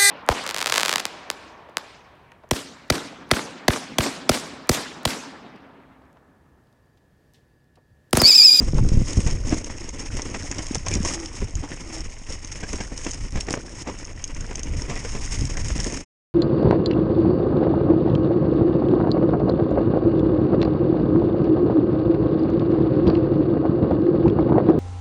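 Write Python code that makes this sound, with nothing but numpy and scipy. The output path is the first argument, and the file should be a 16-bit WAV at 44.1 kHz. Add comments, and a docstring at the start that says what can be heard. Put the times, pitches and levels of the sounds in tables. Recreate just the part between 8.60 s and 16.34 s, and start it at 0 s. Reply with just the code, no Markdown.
"""Wind buffets a chest-worn microphone over deep jolts: a mountain bike rolls down a dry forest trail.
Headwind and gusts swirl and flutter on the microphone, and the chest mount lurches with the ride.
Roots and stones knock the frame, the suspension bottoms with a hollow thump, chain and cables click.
The tyres rumble, crunch through grit and leaves, and hum briefly as their knobs slap hard dirt.
A quick fade closes the ride."""
import sys
import numpy as np
from scipy import signal
from scipy.fft import rfft, irfft
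from scipy.io import wavfile
from scipy.ndimage import uniform_filter1d, map_coordinates

SR = 44100
rng = np.random.default_rng(int(sys.argv[2]) if len(sys.argv) > 2 else 0)


def transcribe(u):
    """Save the signal u as a 16-bit wav file named by the first command-line argument.

    u: samples, shape (n,) or (channels, n), limited to [-1, 1]; the rate is SR.
    q: integer samples, one column per channel.
    """
    v = np.clip(np.atleast_2d(u).T, -1, 1)
    q = np.round(v * 32767).astype(np.int16)
    wavfile.write(sys.argv[1], SR, q)


N = 341334
T = np.arange(N) / SR


def amp(db):
    """Decibels to gain."""
    return 10 ** (np.asarray(db) / 20)


def unit(x):
    """Scale to rms 1."""
    return x / np.sqrt(np.mean(x ** 2) + 1e-20)


def peaked(x):
    """Scale to peak 1."""
    return x / (np.abs(x).max() + 1e-20)


def burst(x, size=176):
    """Scale so that the loudest four milliseconds have rms 1."""
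    return x / np.sqrt(uniform_filter1d(x * x, size, mode="constant").max() + 1e-20)


def steady(x, seconds):
    """Even out the slow swells of x, leaving its fine grain at rms 1."""
    size = int(seconds * SR) + 1
    return x / np.sqrt(np.abs(uniform_filter1d(uniform_filter1d(x * x, size), size)) + 1e-12)


def curves(rows):
    """One automation curve for each column after the time."""
    times, *columns = np.transpose(rows)
    return [np.interp(T, times, column) for column in columns]


def swells(rows, attack_s, release_s):
    """Summed power of (time [s], length [s], level [dB]) events that rise, hold and die away."""
    power = np.zeros(N)
    for s, length, db in rows:
        attack = np.clip((T - s) / attack_s, 0, 1)
        release = np.exp(-np.maximum(T - s - length, 0) / release_s)
        power += (amp(db) * attack * release) ** 2
    return power


def raised(level_db, power):
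    """A level with more power added to it, in dB."""
    return 10 * np.log10(amp(level_db) ** 2 + power)


def wobble(rate):
    """A smooth random curve, rate knots a second."""
    return map_coordinates(rng.standard_normal(int(N * rate / SR) + 4), [T * rate])


def response(points, size=4096):
    """Minimum-phase impulse response of an EQ curve of (frequency [Hz], gain [dB]) points."""
    hz, db = np.transpose(points)
    level = np.interp(np.log(np.fft.rfftfreq(size, 1 / SR) + 1), np.log(hz), db)
    cepstrum = irfft(np.log(amp(level) + 1e-6))
    cepstrum[1:size // 2] *= 2
    cepstrum[size // 2 + 1:] = 0
    return irfft(np.exp(rfft(cepstrum)))


def modes(table, t):
    """Damped resonances, excited at new strengths each time."""
    return sum(amp(db + rng.normal(0, 2.8)) * width
               * np.exp(-np.pi * width * t) * np.sin(2 * np.pi * hz * t)
               for hz, width, db in table)


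def through(x, ring):
    """x sent through an impulse response."""
    return signal.fftconvolve(x, ring)[:len(x)]


def add(track, s, sound):
    """Mix a sound into the track at time s."""
    part = track[max(round(s * SR), 0):][:len(sound)]
    part += sound[:len(part)]


def grains(per_second, spread_db):
    """Tiny impulses of random size at random moments."""
    happens = rng.random(N) < per_second / SR
    return happens * rng.choice([-1, 1], N) * amp(spread_db * np.clip(rng.standard_normal(N), -2, 2))


def crackle(per_second, hz, scatter, cycles, spread_db):
    """Separate dry snaps, each ringing for a few cycles at its own pitch."""
    count = int(per_second * N / SR)
    start = rng.integers(0, N, count)
    pitch, size = np.clip(rng.standard_normal((count, 2)), -2, 2).T
    offsets = np.arange(512)
    turns = (hz * np.exp(scatter * pitch))[:, None] * offsets / SR
    snaps = amp(spread_db * size)[:, None] * np.sin(2 * np.pi * turns) * np.exp(-turns / cycles)
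    return unit(np.bincount((start[:, None] + offsets).ravel(), snaps.ravel(), N)[:N])


GUST_ATTACK_S, GUST_RELEASE_S = 0.0097, 0.0068
# the headwind bed: (time [s], level [dB])
HEADWIND_BED = [(0, -24), (0.45, -28), (0.8, -32.5), (1.1, -35.5), (2.4, -33.5), (2.65, -38), (3.6, -38),
                (4.8, -34), (5.05, -41), (5.6, -36), (6.6, -28.5), (7.15, -27), (7.4, -36.5)]
# gusts on the microphone: (time [s], length [s], level [dB])
WIND_GUSTS = [(0.055, 0.055, -23.5), (0.13, 0.16, -18), (0.312, 0.12, -18.5), (0.565, 0.031, -16),
              (0.63, 0.13, -23), (0.77, 0.21, -26.5), (1.49, 0.087, -26.5), (2.28, 0.19, -27),
              (2.8, 0.054, -25.5), (2.93, 0.078, -26), (3.39, 0.096, -31), (3.68, 0.083, -33.5),
              (4.1, 0.067, -31), (4.6, 0.063, -28.5), (4.72, 0.063, -25.5), (5.72, 0.13, -30.5),
              (6.05, 0.14, -26.5), (6.76, .11, -27.5), (6.98, 0.26, -28.5)]


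def airflow():
    """Level of the air on the microphone: gusts on top of the headwind."""
    headwind_db, = curves(HEADWIND_BED)
    return raised(headwind_db, swells(WIND_GUSTS, GUST_ATTACK_S, GUST_RELEASE_S))


# tone of the sub-heavy swirl and of the smaller eddies: (frequency [Hz], gain [dB])
SWIRL_EQ = [(8.8, -50), (15, 10.5), (54, 0.5), (99, -3), (220, -29), (290, -33.5), (480, -120)]
EDDY_EQ = [(30, -17), (70, -16), (120, 2.5), (180, -6), (270, -19.5), (430, -38), (900, -59)]


def buffet(wind_db):
    """Air rolls over the microphone; stronger gusts shed more of the small, lumpy eddies."""
    swirl = through(rng.standard_normal(N), response(SWIRL_EQ, size=16384))
    eddies = through(rng.standard_normal(N) * amp(2.1 * wobble(45)), response(EDDY_EQ))
    shedding = amp(-15.5 + 0.74 * (wind_db + 28))
    return amp(wind_db + 1) * (steady(swirl, seconds=0.071) + shedding * steady(eddies, seconds=0.12))


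# tone of the flapping air: (frequency [Hz], gain [dB])
FLUTTER_EQ = [(90, -30.5), (170, -3), (250, 0), (380, -10.5), (600, -28.5), (1200, -65.5)]
# spells of hard flutter: (time [s], length [s], level [dB])
FLUTTER_SPELLS = [(0.865, 0.12, -32.5), (6.765, 0.093, -33.5)]


def flutter(wind_db):
    """Air flaps on the microphone in the strongest gusts and in brief spells of its own."""
    flaps = through(grains(130, spread_db=-1), response(FLUTTER_EQ))
    strongest_db = wind_db.max()
    driven_db = strongest_db - 13.5 + 1.7 * (wind_db - strongest_db)  # grows faster than the wind
    flutter_db = raised(driven_db, swells(FLUTTER_SPELLS, GUST_ATTACK_S, GUST_RELEASE_S))
    return amp(flutter_db) * steady(flaps, seconds=0.13)


# low bumps through the chest mount: (time [s], relative level [dB], pitch [Hz])
MOUNT_JOLTS = [(0.134, -7, 132), (0.195, -8, 80), (0.251, -2.5, 70), (0.318, -5.5, 69.5),
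               (0.372, -3.5, 60.3), (0.417, -11, 149), (0.572, -3.5, 80.5), (0.589, -4.5, 108),
               (0.663, -7, 64.4), (0.928, -11, 177), (2.355, -13.5, 45.7), (2.824, -13.5, 109),
               (2.953, -24, 150), (4.758, -16, 60), (6.815, -12.5, 75), (6.84, -17, 90)]


def jolts():
    """The chest mount lurches one way and swings back."""
    out, t = np.zeros(N), np.arange(SR // 8) / SR
    for s, db, hz in MOUNT_JOLTS:
        age = 2 * np.pi * hz * t * np.sqrt(2)
        lurch = age * (2 - age) * np.exp(-age)
        attack = 1 - np.exp(-t / 0.0069)
        add(out, s, amp(db - 4.5) * peaked(lurch * attack))
    return out


# hollow thumps in the frame: (time [s], peak level [dB], pitch [Hz])
SUSPENSION_THUMPS = [(2.109, -16.5, 255), (2.171, -22.5, 149), (2.354, -14.5, 215), (2.370, -22, 270),
                     (2.402, -16.5, 191), (2.822, -16.5, 248), (3.614, -34.5, 220), (3.844, -31.5, 233),
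                     (4.137, -23.5, 242), (4.971, -18, 244), (7.158, -21.5, 260)]


def thumps():
    """The suspension bottoms: a padded blow swells for about a cycle and rings for two more."""
    out, t = np.zeros(N), np.arange(SR // 12) / SR
    for s, db, hz in SUSPENSION_THUMPS:
        age = hz * t / 0.35  # the envelope's time scale is 0.35 cycles
        add(out, s, amp(db) * peaked(age ** 2 * np.exp(-age) * np.sin(2 * np.pi * hz * t)))
    return out


REBOUND_S, REBOUND_DB = 0.011, -15  # a loose part falls back once, about this much later and softer
CLICK_RING_DB, CLICK_RING_T60_S = -3.5, 0.019
# tone of a click's bright crack: (frequency [Hz], gain [dB])
CRACK_EQ = [(1200, -17), (3000, 2.5), (4200, -8.5), (5400, 10.5), (6000, 6), (6500, 12.5), (7500, 2),
            (9400, -5), (11000, -29), (13000, -21)]
# chain, cables and flicked stones: (time [s], relative level [dB], ring pitch [Hz])
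CHAIN_CLICKS = [(0.2868, -24.5, 5600), (.4827, -26.5, 6420), (0.5307, -22.5, 6570), (0.6027, -26.5, 8000),
                (0.673, -21, 6550), (0.709, -26, 5500), (1.0436, -25, 6430), (1.29, -25, 6520),
                (1.5682, -28, 5740), (1.6186, -22, 6340), (1.9128, -20.5, 6800), (1.9823, -23.5, 5650),
                (2.066, -26, 5540), (2.146, -17.5, 6340), (2.1524, -21, 6160), (2.1807, -28, 5600),
                (2.2615, -25.5, 6400), (2.283, -17.5, 6430), (2.3127, -25, 5540), (2.338, -16.5, 6800),
                (2.3512, -19, 5730), (2.448, -19.5, 6510), (2.4525, -24, 7000), (2.536, -23, 5260),
                (2.658, -25.5, 5400), (2.9528, -23.5, 6700), (3.7234, -27.5, 5770), (3.846, -27, 6340),
                (4.1296, -24, 6240), (4.376, -24.5, 6100), (4.4474, -25, 6660), (4.5088, -25.5, 6950),
                (4.513, -24, 6500), (4.533, -26, 5950), (4.8022, -30, 5700), (4.807, -20.5, 5540),
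                (4.9055, -21.5, 5380), (4.927, -21.5, 6500), (5.22, -29.5, 6900), (5.45, -28, 6500),
                (5.64, -18.5, 6600), (5.676, -32.5, 5500), (5.7464, -31, 6400), (5.807, -28, 6500),
                (5.955, -20.5, 6380), (5.993, -27, 6450), (6.0317, -22.5, 6420), (6.219, -24, 5560),
                (6.7203, -27, 5500), (6.8086, -24, 5350), (6.852, -24.5, 5740), (6.97, -26.5, 6450),
                (7.0829, -24, 6700), (7.2, -19.5, 5600), (7.2423, -20.5, 6500), (7.322, -26.5, 6400)]


def clicks():
    """Hard little contacts: a sharp crack and a brief metallic ring, then a softer rebound."""
    out, t = np.zeros(N), np.arange(SR // 16) / SR
    crack_tone = response(CRACK_EQ)
    envelope = (1 - np.exp(-t / .0005)) * (amp(-60 * t / .011) + .1 * amp(-60 * t / .04))
    for s, db, hz in CHAIN_CLICKS:
        metal = np.sin(2 * np.pi * hz * t) * amp(-60 * t / CLICK_RING_T60_S)
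        flight_s = REBOUND_S * (.5 + rng.random())
        for delay_s, loss_db in (0, 0), (flight_s, REBOUND_DB):
            contact = rng.standard_normal(len(t)) * envelope
            crack = burst(through(contact, crack_tone))
            ring = amp(CLICK_RING_DB) * burst(through(contact, metal))
            add(out, s + .0005 + delay_s, amp(db + loss_db - 5) * burst(crack + ring))
    return out


HARD_BOOST_DB, HARD_CUT_DB = 11, 2.5  # per unit of hardness: more ring and clatter, less thud and clunk
FIRST_CONTACT, SHARP_BLOW_S = 10.5, 0.032  # weight of the opening spike; it fades in longer blows
# thud of soft casing and hollow tubes, ring of frame and fork: (pitch [Hz], width [Hz], gain [dB])
THUD_MODES = [(250, 290, -14.5), (306, 210, -1), (435, 68, -11)]
FRAME_MODES = [(506, 980, 3), (690, 110, 0.5), (880, 710, -3.5), (972, 89, -1.5), (1277, 580, -4.5)]
# tone of loose fittings: (frequency [Hz], gain [dB])
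CLATTER_EQ = [(600, -28.5), (1400, 6.5), (1950, 10.5), (3000, -0.5), (4000, -12.5), (5500, 3), (8000, -5.5),
              (11000, -60.5)]
# the wheels hit roots and stones:
# (time [s], strength [dB], hardness [negative earth, positive stone], chatter t60 [s], clunk pitch [Hz])
WHEEL_HITS = [(0.013, -30, -1, 0.19, 250), (0.184, -27.5, -1.1, 0.043, 910), (.668, -35, 0.22, 0.2, 230),
              (.922, -22, -0.55, 0.094, 307), (1.099, -35, 0.053, 0.034, 242),
              (1.586, -34.5, 0.35, 0.11, 940), (1.742, -32, 0.45, 0.08, 1290),
              (1.911, -34.5, 0.24, 0.1, 270), (1.985, -31.5, 0.062, 0.11, 322),
              (2.153, -28.5, -0.1, 0.034, 320), (2.264, -32.5, 0.29, .064, 965),
              (2.311, -31, -1.3, 0.22, 2410), (2.356, -34, -1.3, 0.14, 404),
              (2.449, -27, -0.26, 0.04, 1080), (2.507, -32.5, -0.5, 0.05, 1230),
              (2.818, -31, -1.7, 0.057, 400), (3.033, -34, -0.57, 0.12, 840),
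              (3.116, -32.5, -0.82, 0.034, 1930), (3.697, -38.5, -0.57, 0.26, 510),
              (4.03, -31, -0.048, 0.06, 1660), (4.129, -32.5, 0.1, 0.065, 423),
              (4.202, -30, 0.14, 0.087, 1680), (4.319, -35, -0.76, 0.045, 263),
              (4.464, -28.5, 0.027, 0.037, 332), (4.756, -35.5, 0.33, 0.036, 270),
              (4.77, -35, 0.28, 0.1, 1730), (4.885, -27.5, 0.089, 0.021, 467),
              (4.907, -28.5, -0.75, 0.015, 474), (4.9378, -25.5, 0.38, 0.024, 550),
              (4.972, -26.5, -1.2, 0.044, 245), (5.271, -31, -0.17, 0.1, 554),
              (5.290, -31.5, -0.69, 0.079, 960), (5.91, -37, 0.29, 0.053, 280),
              (6.219, -37.5, -0.22, 0.023, 940), (6.294, -32.5, 0.34, 0.17, 250),
              (6.36, -37.5, 0.43, 0.14, 2030), (6.448, -30, -.1, 0.041, 470),
              (6.549, -33, -0.14, 0.12, 436), (6.94, -42, 0.43, 0.018, 1400),
              (6.969, -36.5, 0.57, 0.048, 1950), (7.102, -36, 0.57, 0.033, 280),
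              (7.189, -34, 0.045, .08, 1690), (7.264, -30.5, -1.47, 0.074, 252),
              (7.323, -32.5, -1.4, 0.16, 260)]


def knocks():
    """Each blow and its chatter thud in the tyre, clunk one part, ring the frame and rattle fittings."""
    out, t = np.zeros(N), np.arange(SR // 5) / SR
    fittings = response(CLATTER_EQ)
    attack = 1 - np.exp(-t / 0.0015)
    spike = np.exp(-((t - .0015) / .0001) ** 2)
    for s, strength_db, hardness, t60, hz in WHEEL_HITS:
        chatter = rng.standard_normal(len(t)) ** 3 * amp(-60 * t / t60) * attack
        contacts = chatter + FIRST_CONTACT * np.exp(-t60 / SHARP_BLOW_S) * spike
        clunk_q = 6.4 * np.sqrt(hz / 300)
        clunk = np.sin(2 * np.pi * hz * t) * np.exp(-np.pi * hz * t / clunk_q)
        body_db, edge_db = -HARD_CUT_DB * hardness, HARD_BOOST_DB * hardness
        layers = [(body_db - 1, modes(THUD_MODES, t)), (body_db - 4.5, clunk),
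                  (edge_db - 2, modes(FRAME_MODES, t)), (edge_db - 1, fittings)]
        for db, ring in layers:
            add(out, s, amp(strength_db + db) * burst(through(contacts, ring)))
    return out


SCUFF_S, SCUFF_DB = 0.014, -7  # time constant on either side of a hit; level against its strength
# tone of the scuffing tyre: (frequency [Hz], gain [dB])
SCUFF_EQ = [(100, -10.5), (300, 6), (600, 1.5), (1100, -7), (2200, -9), (4000, -21.5), (9000, -41.5)]


def scuffs():
    """A scuff of grit grows as the tyre climbs a root or stone and dies away after the blow."""
    envelope = sum(amp(db + SCUFF_DB) * np.exp(-np.abs(T - s) / SCUFF_S) for s, db, *_ in WHEEL_HITS)
    return envelope * unit(through(grains(2500, spread_db=-3.5), response(SCUFF_EQ)))


# the tread's own resonances: (pitch [Hz], width [Hz], gain [dB])
TREAD_MODES = [(820, 43, -3.5), (1237, 90, -8.5)]
# patches of hard dirt, one list each: (time [s], knob rate [Hz], level [dB])
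HARD_PATCHES = [
    [(2.52, 344, -47), (2.57, 333, -37), (2.62, 320, -39), (2.70, 316, -46)],
    [(3.26, 325.6, -43), (3.32, 325, -43.5), (3.38, 314, -40.5), (3.42, 310, -43)],
]


def tread_hum():
    """Knobs slap hard dirt in an uneven row and make the tread sing; pitch sinks as the wheel slows."""
    out = np.zeros(N)
    for patch in HARD_PATCHES:
        hz, db = curves(patch)
        phase = 2 * np.pi * np.cumsum(hz * (1 + 0.04 * wobble(200))) / SR
        slaps = rng.standard_normal(N) * (1 + np.cos(phase)) ** 2
        sing = unit(through(slaps, modes(TREAD_MODES, T[:SR // 10])))
        buzz = unit(np.sin(phase) + amp(-26) * np.sin(2 * phase) + amp(-13) * sing)
        touching = (T > patch[0][0]) & (T < patch[-1][0])
        out += touching * amp(db + 2.3 * wobble(66)) * buzz
    return out


# low body of the rolling tyres: (frequency [Hz], gain [dB])
RUMBLE_EQ = [(70, -32), (130, -1.5), (190, -3), (290, 2), (400, -6), (520, -6), (750, -21), (1500, -24.5),
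             (3000, -70)]


def tyre_rumble(level_db, clumps_db):
    """The treads drum on the ground in uneven clumps."""
    impacts = grains(600, spread_db=3.5) * amp(clumps_db + 3.3 * wobble(40))
    drumming = through(impacts, response(RUMBLE_EQ))
    return amp(level_db - 1.5) * steady(drumming, seconds=0.063)


# midrange crunch of grit: (frequency [Hz], gain [dB])
GRIT_EQ = [(250, -12), (500, -4.5), (750, -4.5), (980, 2), (1180, -2.5), (1600, -5), (1930, 3.5),
           (2450, -0.5), (3000, -2), (3600, -15.5), (4500, -35), (7000, -43.5)]


def grit_crunch(level_db, clumps_db):
    """The tyres crush fine grit, knock pebbles and snap twigs."""
    crushing = grains(1500, spread_db=0) * amp(clumps_db + 1.6 * wobble(90))
    grit = unit(through(crushing, response(GRIT_EQ)))
    pebbles = crackle(per_second=110, hz=816, scatter=.3, cycles=2.8, spread_db=-2)
    twigs = crackle(per_second=150, hz=2100, scatter=.17, cycles=3.5, spread_db=5.5)
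    return amp(level_db - 1.84) * steady(grit + 0.37 * pebbles + 0.46 * twigs, seconds=0.058)


# crisp top end of dry leaves: (frequency [Hz], gain [dB])
LEAF_EQ = [(2000, -20.5), (3500, -13), (4400, -15.5), (4800, -9), (5200, -1), (5550, 2), (6000, -8),
           (6480, 3.5), (7000, -6.5), (8000, -10.5), (9400, -14), (10200, -25.5), (11000, -29.5),
           (13000, -12)]


def leaf_crunch(level_db, clumps_db):
    """Leaves break, more each second in a harder crunch; dry stalks splinter for about a millisecond."""
    tone = response(LEAF_EQ)
    fractures = unit(grains(1100 * amp(.5 * (level_db + 43)), spread_db=0.5))
    rustle = fractures + 1.7 * rng.standard_normal(N)
    leaves = unit(through(rustle * amp(clumps_db + 1.6 * wobble(120)), tone))
    splinters = through(np.abs(grains(85, spread_db=5.5)), np.exp(-T[:SR // 100] / .0007))
    stalks = unit(through(splinters * rng.standard_normal(N), tone))
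    return amp(level_db + 1.9) * steady(leaves + 0.44 * stalks, seconds=0.059)


# relative levels on bare trail: (time [s], rumble [dB], grit [dB], leaves [dB])
TRAIL_BED = [(0.0, -32, -45.5, -41.5), (1.26, -40, -44.5, -44), (1.71, -35.5, -41.5, -41.5),
             (2.15, -46, -44, -44.5), (2.41, -37, -41, -37), (2.79, -42.5, -43.5, -43.5),
             (3.16, -40, -43.5, -43.5), (3.7, -51.5, -46.5, -46), (4.02, -43.5, -43, -42.5),
             (4.99, -41.5, -47, -45.5), (5.65, -43.5, -44, -47.5), (6.25, -36.5, -43, -45.5),
             (6.47, -46.5, -42, -39), (7.22, -36.5, -40, -38.5)]
# drifts of leaves and loose grit: (time [s], length [s], relative level [dB])
LEAF_DRIFTS = [(0.44, 0.14, -38.5), (0.59, 0.14, -39.5), (0.86, 0.12, -37.5), (1.12, 0.1, -48.5),
               (1.38, 0.024, -39), (1.452, 0.03, -38.5), (1.56, 0.025, -37.5), (1.78, 0.11, -43),
               (2.0, 0.12, -43), (2.26, 0.1, -41), (2.443, 0.11, -32), (2.75, 0.021, -37.5),
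               (3.32, 0.081, -38.5), (3.68, 0.067, -41), (3.91, 0.0087, -32), (4.07, 0.18, -42.5),
               (4.37, 0.087, -39), (4.44, 0.14, -43.5), (4.86, 0.097, -44), (5.14, 0.088, -44),
               (5.37, 0.024, -42.5), (6.16, 0.061, -41), (6.29, 0.11, -46.5), (6.63, 0.06, -40.5),
               (6.715, 0.039, -34.5), (7.04, 0.014, -32.5), (7.1, 0.013, -34.5), (7.17, 0.12, -37.5),
               (7.335, 0.011, -34)]
# the wheels go light over crests: (centre time [s], length [s], dip [dB])
CREST_DIPS = [(0.811, 0.053, 3), (1.03, 0.013, 4), (2.232, 0.038, 8.5), (2.41, 0.04, 1.5),
              (2.696, 0.087, 3), (2.954, 0.14, 4), (3.593, 0.12, 3), (3.81, 0.055, 3.5), (4.31, 0.26, 2.5),
              (5.355, 0.028, 0), (5.549, 0.033, 7), (5.652, 0.043, 7.5), (6.264, 0.083, 1),
              (7.073, 0.028, 5)]


def rolling():
    """Rumble, grit and leaves swell as the tyres plough through a drift and duck over a crest."""
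    rumble_db, grit_db, leaf_db = curves(TRAIL_BED)
    drift = swells(LEAF_DRIFTS, attack_s=0.011, release_s=0.018)
    dip_db = sum(db * np.exp(-(2 * (T - s) / length) ** 2) for s, length, db in CREST_DIPS)
    rumble_db = raised(rumble_db, drift * amp(-5.5) ** 2) - dip_db
    grit_db = raised(grit_db - 0.5, drift * amp(-4) ** 2) - dip_db
    leaf_db = raised(leaf_db - 1.5, drift) - dip_db
    clumps_db = 3.4 * wobble(24) + 2.73 * wobble(70) + 1.1 * wobble(260)  # ties the layers together
    return (tyre_rumble(rumble_db, clumps_db) + grit_crunch(grit_db, clumps_db)
            + leaf_crunch(leaf_db, clumps_db))


def scene():
    """Wind, tyres and bike, all close and in open air, mixed to mono."""
    wind_db = airflow()
    wind = buffet(wind_db) + flutter(wind_db)
    ride = rolling() + clicks() + scuffs() + knocks() + thumps() + jolts() + tread_hum()
    return (wind + ride)[None]


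END_S, FADE_S, TOP_HZ = 7.447, 0.051, 10400


def record(dry):
    """A quick fade to silence and a steep high cut."""
    fade = np.clip((END_S - T) / FADE_S, 0, 1)
    return signal.sosfilt(signal.butter(10, TOP_HZ, fs=SR, output="sos"), dry * fade)


dry = scene()
out = record(dry)
transcribe(out)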